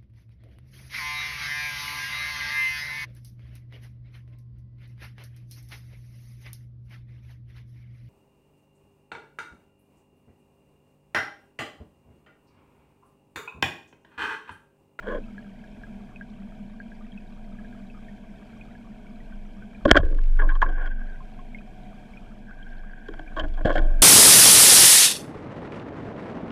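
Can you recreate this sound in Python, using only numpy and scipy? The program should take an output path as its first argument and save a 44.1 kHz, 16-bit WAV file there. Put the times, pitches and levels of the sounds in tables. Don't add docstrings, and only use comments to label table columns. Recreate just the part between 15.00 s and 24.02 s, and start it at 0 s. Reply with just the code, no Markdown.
import sys
import numpy as np
from scipy.fft import rfft, irfft, next_fast_len
from scipy.io import wavfile
from scipy.ndimage import uniform_filter1d, map_coordinates

SR = 44100
rng = np.random.default_rng(int(sys.argv[2]) if len(sys.argv) > 2 else 0)


def wav_record(signal):
    frames = np.transpose(np.atleast_2d(signal))
    bounded = np.clip(frames, -1, 1)
    quanta = np.round(bounded * 32767).astype(np.int16)
    wavfile.write(sys.argv[1], SR, quanta)


N = 397782
T = np.arange(N) / SR


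def amp(db):
    return 10 ** (np.asarray(db) / 20)


def unit(x):
    return x / np.sqrt(np.mean(x ** 2) + 1e-20)


def curves(rows):
    s, *cols = np.transpose(rows)
    return [np.interp(T, s, c) for c in cols]


def during(rows):
    since_start = T - rows[0][0]
    until_end = rows[-1][0] + .02 - T
    return np.clip(np.minimum(since_start, until_end) / .03, 0, 1)


def wobble(rate):
    knots = rng.standard_normal(int(N * rate / SR) + 4)
    return map_coordinates(knots, [T * rate])


def filtered(x, response):
    m = next_fast_len(len(x) + 8192)
    spectrum = rfft(x, m) * response(np.fft.rfftfreq(m, 1 / SR))
    return irfft(spectrum, m)[:len(x)]


def modes(table, hz):
    total = 0
    for k, (centre, width, db) in enumerate(table):
        resonance = 1j * hz * width / (centre * centre - hz * hz + 1j * hz * width)
        total = total + (-1) ** k * amp(db) * resonance
    return total


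def noise_through(response):
    return unit(filtered(rng.standard_normal(N), response))


def add(out, s, piece):
    part = out[round(s * SR):][:len(piece)]
    part += piece[:len(part)]


def water():
    # start_s, hiss_db, drone_db
    water_levels = [(0, -49, -43), (2.1, -49, -44), (3.7, -48.5, -47), (4.84, -48.5, -44), (5.03, -53, -63),
                    (5.83, -54, -56), (6.3, -48.5, -46.5), (7.3, -49, -50.5), (7.9, -51, -53),
                    (8.5, -48, -59), (9.02, -44, -48.5)]
    # pitch_hz, level_db (per Hz)
    hiss_spectrum = [(21, -25), (35, 10), (87, -12), (212, -7), (295, -5), (529, -24.5), (648, -16.5),
                     (1290, -35), (1620, -24.5), (1930, -42.5), (2360, -27), (2820, -38), (3200, -34),
                     (8000, -40), (15100, -50.5)]
    # centre_hz, width_hz, level_db
    cavity_bands = [(127, 33, 5), (415.7, 16, 3.5), (666, 165, 4), (760.3, 21, 9.5), (886, 78, -0.5),
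                    (1130, 37, 1), (1470, 210, 1), (2230, 514, 4.5), (3196, 240, 4.5)]
    # centre_hz, width_hz, level_db (before squaring)
    drone_bands = [(197.7, 17.9, 0.5), (220.4, 30.8, -1.5), (241.5, 11, -0.5)]
    # pitch_hz, level_db (rms)
    hum_tones = [(480, -69.5), (600, -68), (959, -72.5)]
    calm_db, treble_hz = -50.5, 5000
    treble_dips = 1.6

    hiss_db, drone_db = curves(water_levels)
    pitch_hz, spectrum_db = np.transpose(hiss_spectrum)

    def colour(hz):
        smooth = amp(np.interp(np.log(hz + 1), np.log(pitch_hz), spectrum_db))
        return smooth * (0.48 + np.abs(modes(cavity_bands, hz)))

    hiss = amp(hiss_db + 0.83 * wobble(6.8)) * noise_through(colour)
    dip = amp(treble_dips * np.minimum(hiss_db - calm_db, 0))
    treble = filtered(hiss, lambda hz: 1 / (1 + (treble_hz / (hz + 1)) ** 2))
    hiss = hiss + (dip - 1) * treble
    drone_noise = noise_through(lambda hz: modes(drone_bands, hz) ** 2)
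    drone = amp(drone_db + 1.1 * wobble(9.7)) * drone_noise
    hum = 0
    for hz, db in hum_tones:
        phase = 2 * np.pi * hz * T + 0.21 * wobble(16.0)
        hum = hum + amp(db) * np.sqrt(2) * np.sin(phase)
    return hiss + drone + hum


def bubbles():
    # start_s, level_db (peak, before the soft onset and the decay), pitch_hz
    single_pings = [(.238, -48.5, 2610), (.38, -34.5, 1660), (.4444, -47, 1610), (.639, -42.5, 1650),
                    (0.835, -35.5, 1635), (1.1597, -36, 2510), (1.2106, -31.5, 1620), (1.8012, -33, 1620),
                    (1.918, -42.5, 1645), (2.0086, -47, 1200), (2.12, -45.5, 3230), (2.176, -38, 2540),
                    (2.587, -42, 1670), (2.646, -43.5, 1635), (2.726, -45, 1610), (2.9, -44.5, 2590),
                    (2.9457, -47, 1250), (3.0838, -43, 1820), (3.6115, -38, 2460), (3.7526, -45.5, 1675),
                    (4.067, -45, 2280), (4.203, -48, 1940), (4.323, -42, 1534), (4.6223, -41.5, 1530),
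                    (4.7475, -42.5, 2400), (6.2047, -40, 1050), (6.391, -41, 1072), (6.5465, -31, 2160),
                    (6.5855, -39.5, 2473), (7.1361, -43, 2294), (7.172, -39, 2450), (7.51, -36.5, 1510),
                    (7.6276, -43, 3180), (7.934, -36.5, 1630), (8.2766, -38.5, 2355), (8.397, -23.5, 3070)]
    t60_at_1khz, shorter = 0.077, 0.67
    t = T[:SR // 5]

    def ping(db, hz, t60):
        decay = amp(db - 60 * t / t60)
        onset = 1 - np.exp(-t / 0.00066)
        return decay * onset * np.sin(2 * np.pi * hz * t)

    out = np.zeros(N)
    for s, db, hz in single_pings:
        add(out, s, ping(db, hz, t60_at_1khz * (1000 / hz) ** shorter))
    for when, pitch, size in rng.random((1500, 3)):
        db = -54 - 3 * np.log(size + .04) - 13 * pitch
        add(out, when * T[-1], ping(db, 1100 * 5.5 ** pitch, .03 - .018 * pitch))
    return out


def rumble():
    # strongest_s, level_db (at the strongest point)
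    swirls = [(4.921, -25.5), (8.42, -34.5), (8.8, -35)]
    rise_db_per_s, fall_db_per_s = 259, 57.5
    level = 0
    for s, db in swirls:
        level = level + amp(db + np.minimum(rise_db_per_s * (T - s), fall_db_per_s * (s - T)))
    return level * noise_through(lambda hz: modes([(56.7, 29, 0)], hz) ** 2)


def sway():
    # start_s, level_db (rms of the fundamental)
    sway_levels = [(0, -45), (.17, -30.5), (.3, -50), (2.1, -42), (2.4, -40), (3.8, -53.5), (4.4, -34.5),
                   (4.8, -56), (5.0, -19.5), (5.2, -16), (5.45, -12.5), (5.62, -18), (5.98, -25),
                   (6.3, -38.5), (7.1, -44.5), (7.84, -36), (8.05, -47), (8.14, -34), (8.27, -40.5),
                   (8.44, -25), (8.74, -21.5), (8.83, -13.5), (9.02, -18)]
    sway_hz = 23.65
    trembling = amp(-52) * noise_through(lambda hz: modes([(23.1, 5, 0)], hz) ** 2)
    phase = 2 * np.pi * sway_hz * T
    tone = np.sin(phase) + amp(-29.0) * np.cos(2 * phase) + amp(-35.5) * np.sin(3 * phase)
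    return trembling + np.sqrt(2) * amp(curves(sway_levels)[0]) * tone


def drag():
    # start_s, level_db (rms)
    drag_spells = [
        [(5.03, -43), (5.16, -73), (5.38, -57), (5.46, -44), (5.59, -60), (5.67, -45.5), (5.86, -39),
         (5.94, -50.5), (6.15, -53), (6.3, -72.5)],
        [(7.4, -68), (7.53, -52), (7.75, -51.5), (8.3, -53), (8.55, -66), (8.735, -51), (8.82, -53),
         (9.02, -49.5)],
    ]
    # centre_hz, width_hz, level_db
    rub_bands = [(310, 34, -7), (727, 67, 2), (1100, 20, -6.5), (1513, 90, 8), (1617, 74, 12),
                 (2280, 550, -16.5), (3310, 220, -18.5)]
    # start_s, level_db (rms)
    whirr_levels = [(5.9, -70.5), (6.3, -56), (7.4, -62), (8.1, -69), (8.4, -66)]
    level = sum(amp(curves(rows)[0]) * during(rows) for rows in drag_spells)
    friction = rng.standard_normal(N) * amp(3.2 * wobble(55))
    rub = unit(filtered(friction, lambda hz: modes(rub_bands, hz)))
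    whirr = noise_through(lambda hz: modes([(727.5, 50, 0)], hz) ** 2)
    whirr_level = amp(curves(whirr_levels)[0]) * during(whirr_levels)
    return level * rub + whirr_level * whirr


def ticks():
    from_s, to_s, ticks_per_s = 5.035, 5.39, 62
    scatter = .25
    peak_db, spread_db = -41.5, 3.5
    t = T[:SR // 500]
    click = np.sin(2 * np.pi * 2200 * t) * np.exp(-t / .00013)
    click = click / click.max()
    out = np.zeros(N)
    for k, (shift, size) in enumerate(rng.standard_normal((40, 2))):
        s = from_s + (k + scatter * shift) / ticks_per_s
        if s < to_s:
            add(out, s, amp(peak_db + spread_db * size) * click)
    return out


def jolts():
    # centre_s, size (signed, full scale = 1), width_s
    pushes = [(4.858, -0.17, 0.0047), (4.92, -0.41, 0.0017), (4.929, 0.31, .005), (5.001, -0.25, 0.0021),
              (5.03, 0.11, 0.0044), (5.051, -0.28, 0.0053), (8.654, 0.33, 0.0013), (8.798, -0.13, .006)]
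    return sum(size * np.exp(-np.abs((T - s) / width) ** 1.9) for s, size, width in pushes)


def knocks():
    # start_s, held_s, t60_s (of the push at 1 kHz),
    # stock_hz, stock_db, rail_db, shell_db (rms over the contact), treble_db (relative to the shell)
    blows = [(.02, 0.038, .05, 604, -48, -55, -50.5, -16),
             (.058, 0.063, 0.051, 468, -34, -42, -40.5, -16.5),
             (.105, 0.049, 0.089, 535, -34, -44, -44, -15),
             (0.141, 0.036, 0.065, 460, -36.5, -52, -47, -16),
             (4.851, 0.0057, 0.052, 563, -14, -22.5, -28, -9),
             (4.862, .125, 0.055, 540, -45, -45, -42, -12.5), (4.877, 0.013, .028, 500, -36, -44, -35, -14),
             (4.89, .0057, 0.029, 605, -45, -52, -28, -13), (4.905, 0.005, .01, 600, -24, -35, -23, -16),
             (4.911, .0029, 0.0033, 616, -10.5, -15, -6.5, -4.5),
             (4.927, 0.0055, .015, 510, -50, -47, -46, -9.5),
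             (4.944, 0.011, 0.022, 572, -31, -30, -26, -25.5),
             (4.953, 0.0046, 0.032, 590, -20.5, -20, -24, -20),
             (4.963, .01, 0.018, 550, -18.5, -38, -13, -11.5),
             (4.976, 0.0096, .075, 614, -29.5, -39, -33, -9), (5, 0.0021, 0.025, 488, -45, -53, -46, -11),
             (5.029, 0.0087, 0.37, 474, -32.5, -49, -44.5, -20),
             (5.124, 0.0024, 0.11, 480, -37, -52, -57, -17),
             (5.184, 0.0039, 0.081, 430, -50, -47, -45.5, -19),
             (5.386, .026, .085, 447, -40, -39.5, -30, -28.5),
             (5.419, 0.0017, .24, 630, -32.5, -29, -34.5, -19.5),
             (5.487, 0.013, 0.28, 643, -51.5, -36, -30, -24),
             (5.551, 0.0096, 0.046, 560, -54, -38, -46.5, -7.5),
             (5.616, 0.0041, 0.02, 715, -48, -26, -21, -18.5),
             (5.624, 0.00088, 0.087, 700, -36, -13, -22, -32.5),
             (5.66, 0.0042, 0.11, 475, -37.5, -39.5, -33, -35),
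             (5.685, 0.01, 0.23, 675, -40.5, -45, -48, -9.5),
             (5.77, 0.046, 0.095, 470, -49.5, -47, -44, -29.5),
             (5.81, 0.012, 0.26, 693, -45.5, -51, -42, -19),
             (5.855, 0.0163, 0.15, 544, -52.5, -48, -37, -16),
             (8.083, 0.002, 0.091, 430, -35, -46, -42, -8),
             (8.137, 0.0023, 0.084, 700, -44.5, -53, -45.5, -9.5),
             (8.191, 0.0016, 0.097, 700, -38.5, -50.5, -40.5, -11),
             (8.361, .026, 0.13, 640, -34.5, -33.5, -37, -12.5),
             (8.393, 0.0098, 0.22, 630, -33, -36.5, -34.5, -6),
             (8.432, 0.017, 0.029, 630, -38.5, -47.5, -41, -18.5),
             (8.481, .0042, .033, 610, -55, -78, -60, 0.5), (8.536, .012, .04, 700, -62, -66, -58.5, -1),
             (8.572, 0.015, 0.051, 705, -43.5, -48, -47, -14),
             (8.606, 0.0086, 0.049, 613, -40, -49, -46, -25), (8.65, .027, 0.058, 616, -24, -40, -31, -12),
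             (8.647, 0.0044, 0.068, 523, -24, -41, -36, -13),
             (8.689, 0.025, 0.12, 570, -26, -31.5, -31, -15), (8.722, .035, 0.043, 596, -40, -54, -50.5, 1),
             (8.778, .012, .1, 646, -37.5, -39, -31.5, -11.5),
             (8.749, 0.032, 0.23, 608, -25.5, -44, -30, -14),
             (8.809, 0.024, 0.9, 604, -35, -52, -49.5, -11)]
    # centre_hz, width_hz, level_db
    housing_parts = [
        [(155.7, 83, -11.5), (312, 20, 6.5)],
        [(1077, 78, 0)],
        [(1466, 113, 2.5), (1680, 113.5, 3.5), (2265, 160, -14)],
        [(2603, 210, -12), (3247, 140, 5.5)],
        [(4540, 1800, -1), (5417, 2900, -2.5), (7450, 1000, -12.5), (11090, 2400, -23)],
    ]
    # centre_hz, width_hz, level_db
    fizz_band = [(10000, 9000, 0)]
    rise_s, rise_share = .001, .16
    barrel_offset_db, barrel_db_per_s = 1, -260
    port_offset_db, clips_offset_db, clips_steeper = -1.1, -11.5, 1.3
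    fizz_offset_db, fizz_db_per_s, fizz_full_s = -18, 300.5, .035

    out, t = np.zeros(N), T[:SR // 3]
    for s, held, t60, stock_hz, stock_db, rail_db, shell_db, treble_db in blows:
        rise = rise_s + rise_share * held
        after = np.clip(t - rise - held, 0, None)
        barrel_db = stock_db + barrel_offset_db + barrel_db_per_s * held
        port_db = shell_db + port_offset_db + treble_db
        clips_db = shell_db + clips_offset_db + clips_steeper * treble_db
        fizz_growth_db = fizz_db_per_s * min(held, fizz_full_s)
        fizz_db = shell_db + clips_offset_db + treble_db + fizz_offset_db + fizz_growth_db

        contact = rng.standard_normal(len(t)) * np.clip(t / rise, 0, 1) ** 1.5
        grains = np.repeat(rng.standard_normal(len(t) // 100 + 1), 100)[:len(t)]
        contact *= amp(3.3 * uniform_filter1d(grains, size=60))
        contact *= 1 + 1.1 * np.exp(-((t - rise) / 0.0011) ** 2)
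        damping = amp(-60 * after / (3.3 * t60))
        stock = [(stock_hz, 90, 0), (stock_hz * 1.25, 120, -8)]
        parts = housing_parts + [stock, fizz_band]
        levels_db = [barrel_db, rail_db, shell_db, port_db, clips_db, stock_db, fizz_db]
        for part, db in zip(parts, levels_db):
            centre_hz = part[-1][0]

            def response(hz):
                lowpass = 1 / (1 + 1j * hz / centre_hz) ** 2
                highpass = 1j * hz / (centre_hz / 2 + 1j * hz)
                return modes(part, hz) * lowpass * highpass

            life = t60 * (1000 / centre_hz) ** 1.48
            treble_fade_db = 33.0 * t * np.log2(1 + centre_hz / 2000)
            push = contact * amp(-60 * after / life - treble_fade_db)
            ring = damping * filtered(push, response)
            loud = np.sqrt(np.sum(ring ** 2) / SR / (rise + held + 0.004))
            add(out, s, amp(db) * ring / loud)
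    return out


def scene():
    background = water() + bubbles() + rumble()
    gun = sway() + drag() + ticks() + jolts() + knocks()
    return (background + gun)[None]


def record(dry):
    top_hz = 15300
    clipped = dry[0] / (1 + np.abs(dry[0]) ** 8) ** (1 / 8)
    return np.clip(filtered(clipped, lambda hz: hz < top_hz), -1, 1)[None]


dry = scene()
out = record(dry)
wav_record(out)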